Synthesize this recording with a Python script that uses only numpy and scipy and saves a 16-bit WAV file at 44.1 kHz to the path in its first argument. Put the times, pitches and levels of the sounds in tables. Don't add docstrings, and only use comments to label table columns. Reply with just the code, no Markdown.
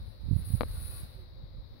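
import sys
import numpy as np
from scipy import signal
from scipy.fft import rfft, irfft, next_fast_len
from scipy.io import wavfile
from scipy.ndimage import uniform_filter1d, map_coordinates

SR = 44100
rng = np.random.default_rng(int(sys.argv[2]) if len(sys.argv) > 2 else 0)


def master(y):
    cut = np.clip(np.atleast_2d(y).T, -1, 1)
    pcm = np.round(cut * 32767)
    wavfile.write(sys.argv[1], SR, pcm.astype(np.int16))


N = 79380


def amp(db):
    return 10 ** (np.asarray(db) / 20)


def unit(x):
    return x / np.sqrt(np.mean(x ** 2) + 1e-20)


def along(points, hz):
    freqs, values = np.transpose(points)
    return np.interp(np.log(hz + 1), np.log(freqs + 1), values)


def curve(rows, column=1):
    rows = np.asarray(rows)
    return np.interp(np.arange(N) / SR, rows[:, 0], rows[:, column])


def wobble(rate_hz):
    knots = rng.standard_normal(int(N * rate_hz / SR) + 4)
    return map_coordinates(knots, [np.arange(N) * rate_hz / SR])


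def filtered(x, response):
    size = next_fast_len(N + 8192)
    return irfft(rfft(x, size) * response(np.fft.rfftfreq(size, 1 / SR)), size)[..., :N]


def noise(colour):
    return unit(filtered(rng.standard_normal(N), lambda hz: amp(along(colour, hz))))


def noise_pair(colour):
    return np.array([noise(colour), noise(colour)])


def panned(x, right_db):
    return np.array([x, amp(right_db) * x])


# time_s, level_db
RUMBLE_LEFT_LEVEL = [(0, -40), (.09, -38), (.16, -51.5), (.22, -54.5), (.26, -40), (.33, -63), (.42, -36.5),
                     (.54, -48.5), (.6, -35.5), (.67, -37), (.71, -33.5), (.85, -47), (1.03, -40),
                     (1.13, -50.5), (1.36, -48.5), (1.45, -46), (1.55, -48.5), (1.63, -44), (1.8, -53)]
RUMBLE_RIGHT_LEVEL = [(0, -37.5), (.07, -48), (.12, -58), (.19, -47.5), (.23, -33), (.38, -26), (.44, -38),
                      (.51, -32.5), (.62, -34), (.74, -37.5), (.82, -33.5), (1.03, -44), (1.12, -53),
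                      (1.18, -40.5), (1.3, -50), (1.41, -41), (1.49, -49.5), (1.6, -36.5), (1.66, -63),
                      (1.73, -43.5), (1.8, -66)]
# freq_hz, level_db
RUMBLE_COLOUR = [(15, -26), (26, -11), (40, 4), (60, -1.5), (100, -2.5), (150, -15.5), (220, -22.5),
                 (350, -36.5), (700, -51.5), (2000, -100)]

def rumble():
    low = noise_pair(RUMBLE_COLOUR)
    local_power = np.abs(uniform_filter1d(low ** 2, size=2600, axis=1))
    lumps = low / np.sqrt(local_power + 0.12)
    return lumps * amp([curve(RUMBLE_LEFT_LEVEL), curve(RUMBLE_RIGHT_LEVEL)])


# freq_hz, level_db
AIR_COLOUR = [(100, -5.5), (350, 2.5), (550, -8), (1000, -12), (2000, -18), (3000, -23), (4000, -13),
              (5000, -20.5), (5600, -29), (7000, -39), (8500, -43.5), (10000, -32.5), (15600, -25.5)]

def garden_air():
    return amp(-64 + 1.4 * wobble(8.5)) * noise_pair(AIR_COLOUR)


# freq_hz, level_db
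WHIRR_COLOUR = [(250, -3), (420, -12.5), (520, 6.5), (700, -5.5), (1100, -8.5), (1600, -19), (2200, -12),
                (2900, -37.5), (3450, -12.5), (3900, 0), (4400, -5.5), (5000, -12.5), (5600, -31),
                (7000, -73)]

def idle_whirr():
    return panned(amp(-60 + wobble(40.8)) * noise(WHIRR_COLOUR), right_db=-31)


# centre_s, level_db, pitch_hz, left_gain_db
GRIP_BUMPS = [(.287, -23.5, 106, -24), (.313, -12.5, 129, -46), (0.321, -17, 111, -36),
              (0.3329, -12.5, 95, -41), (.365, -12.5, 100.5, -41), (.391, -24.5, 102, -22),
              (0.505, -22, 108, -41), (.541, -10, 84, -42), (.551, -14, 99, -41), (.78, -28.5, 90, -6),
              (1.036, -26, 88, -31), (1.164, -33.5, 87, -31), (1.44, -35, 81.7, 1.5),
              (1.585, -30.5, 84, -23)]

def grip_bumps():
    push_width_cycles, edge_width_cycles, edge_share = 0.34, 0.17, 0.051
    out = np.zeros((2, N))
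    for centre_s, level_db, pitch_hz, left_gain_db in GRIP_BUMPS:
        cycles = (np.arange(N) / SR - centre_s) * pitch_hz
        push = np.sin(2 * np.pi * cycles) / np.cosh(np.clip(cycles / push_width_cycles, -20, 20)) ** 2
        edge_time = np.clip(cycles / edge_width_cycles, -20, 20)
        edge = np.sin(np.pi * edge_time) / np.cosh(edge_time) ** 2
        out -= amp([[level_db + left_gain_db], [level_db]]) * (push + edge_share * edge)
    return out


# time_s, rate_hz
SHAFT_SPEED = [(.33, 335.5), (.47, 296), (.56, 268.5), (.6, 271.5), (.67, 324.5), (.74, 297), (.81, 278.5),
               (.87, 287), (.93, 279), (1.0, 289), (1.05, 309.5)]

def shaft_phase():
    rate_hz = curve(SHAFT_SPEED) * (1 + 0.0095 * wobble(70))
    return 2 * np.pi * np.cumsum(rate_hz) / SR


# time_s, level_db
MOTOR_EFFORT = [(0, -65), (.26, -67), (.36, -62), (.46, -59), (.56, -57.5), (.66, -59), (.73, -56.5),
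                (.85, -56.5), (1.01, -55.5), (1.08, -61), (1.2, -64), (1.32, -71.5), (1.8, -97)]
# freq_hz, level_db
GEAR_COLOUR = [(150, -37), (450, -0.5), (1200, -4), (1900, -4.5), (2800, -9.5), (3300, -11.5), (4000, 4),
               (4600, -2), (5200, -9.5), (5800, -18), (8000, -54)]
FIZZ_COLOUR = [(4500, -44), (6000, -17), (7600, -21), (8300, -11), (9400, 0), (10200, -5.5), (11300, -2),
               (13500, -6.5), (15600, -5)]
# freq_hz, correlation
GEAR_LIKENESS = [(400, 0.65), (1000, -0.2), (2400, -0.18), (6000, -0.14)]
# shaft_harmonic, level_db
WHINE_PARTIALS = [(4, -11.5), (5, -14.5), (9, -21), (11, -27)]

def lens_motor(phase):
    full_db, fizz_full_db = -55, -52
    whine_growth, fizz_growth = 2.8, 2.01
    effort_db = curve(MOTOR_EFFORT) + 0.5 * wobble(59.74)
    load_db = effort_db - full_db

    def mid_side_gains(hz):
        angle = np.arccos(np.clip(along(GEAR_LIKENESS, hz), -1, 1)) / 2
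        return np.array([np.cos(angle), np.sin(angle)])

    mid, side = filtered(noise_pair(GEAR_COLOUR), mid_side_gains)
    gears = amp(effort_db) * unit(np.array([mid + side, mid - side]))
    whine = np.zeros((2, N))
    for harmonic, level_db in WHINE_PARTIALS:
        peak = np.sqrt(2) * amp(level_db + 2.6 * wobble(25))
        whine += peak * np.sin(harmonic * phase + rng.uniform(0, 2 * np.pi, (2, 1)))
    whine *= amp(full_db + whine_growth * load_db)
    fizz = amp(fizz_full_db + fizz_growth * load_db) * noise_pair(FIZZ_COLOUR)
    lean_left = amp([[1], [-1]])
    return (gears + whine) * lean_left + fizz


# time_s, level_db
BARREL_LEVEL = [(0, -75), (.1, -67), (.17, -85), (.3, -72.5), (.37, -55), (.415, -52), (.441, -73),
                (.447, -46.5), (.575, -45.5), (.586, -56), (.68, -58.5), (.76, -50.5), (.84, -46),
                (1.005, -48.5), (1.05, -68.5), (1.17, -75.5), (1.3, -93), (1.8, -91)]
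# freq_hz, level_db
FIRST_STROKE = [(7000, -61), (8200, -32), (9000, -2), (9600, 3.5), (10400, 10.5), (11300, -6), (12300, 3),
                (13200, -23), (15600, -2)]
SECOND_STROKE = [(7000, -57), (8200, -20.5), (9300, -12), (9900, 3), (10600, -3.5), (11300, -7),
                 (12100, -11.5), (13200, -17), (15600, -16)]
# time_s, second_stroke_share
STROKE_BLEND = [(.58, 0.042), (.68, 1)]

def lens_barrel(phase):
    scrape_db = 4 * np.sin(phase) + 2.8 * np.sin(2 * phase) + 0.7 * wobble(120)
    share = curve(STROKE_BLEND)
    hiss = np.sqrt(1 - share) * noise(FIRST_STROKE) + np.sqrt(share) * noise(SECOND_STROKE)
    return panned(amp(curve(BARREL_LEVEL)) * unit(amp(scrape_db) * hiss), right_db=-24)


# start_s, level_db, dulling_db_per_octave
CASING_CLICKS = [(0.6085, -15, 0), (0.6168, -22, 2), (0.6331, -21, 1.5)]
# pitch_hz, level_db, t60_s
CASING_MODES = [(280, -3, 0.017), (503, 0, 0.017), (970, -8, 0.0059), (1186, -1, 0.0083),
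                (1960, -6.5, 0.0037), (2236, -15, 0.015), (4080, -11, 0.0079), (4360, -18.5, 0.013)]

def casing_clicks():
    crack_db, crack_t60_s, ring_top_hz = -26.5, 0.0084, 4570
    pivot_hz = CASING_MODES[1][0]
    lowpass = signal.butter(6, ring_top_hz, fs=SR, output="sos")
    t = np.arange(SR // 10) / SR
    out = np.zeros((2, N))
    for start_s, level_db, dulling in CASING_CLICKS:
        ring = np.zeros(len(t))
        for k, (pitch_hz, mode_db, t60_s) in enumerate(CASING_MODES):
            polarity = (-1) ** (k // 2)
            envelope = amp(mode_db - dulling * np.log2(pitch_hz / pivot_hz) - 60 * t / t60_s)
            ring += polarity * envelope * np.sin(2 * np.pi * pitch_hz * t)
        crack = amp(crack_db - 9.3 * dulling - 60 * t / crack_t60_s) * noise(FIZZ_COLOUR)[:len(t)]
        click = panned(signal.sosfilt(lowpass, ring), right_db=-20.5) + panned(crack, right_db=4)
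        start = round(start_s * SR)
        out[:, start:start + len(t)] += amp(level_db) * click
    return out


# time_s, pitch_hz, level_db
HUM_PATH = [(.84, 375, -102), (.9, 374.5, -64), (.97, 356.6, -68), (1.02, 345.4, -68.5), (1.11, 385.3, -81),
            (1.18, 385, -60), (1.235, 355, -61), (1.27, 348, -93)]

def faint_hum():
    pitch_hz = curve(HUM_PATH) + 7 * wobble(50)
    level_db = curve(HUM_PATH, column=2) + 2.5 * wobble(34.1)
    return amp(level_db) * np.sin(2 * np.pi * np.cumsum(pitch_hz) / SR)


def scene():
    phase = shaft_phase()
    return (rumble() + garden_air() + idle_whirr() + grip_bumps()
            + lens_motor(phase) + lens_barrel(phase) + casing_clicks() + faint_hum())


def record(dry):
    return filtered(dry, lambda hz: hz < 15800)


dry = scene()
out = record(dry)
master(out)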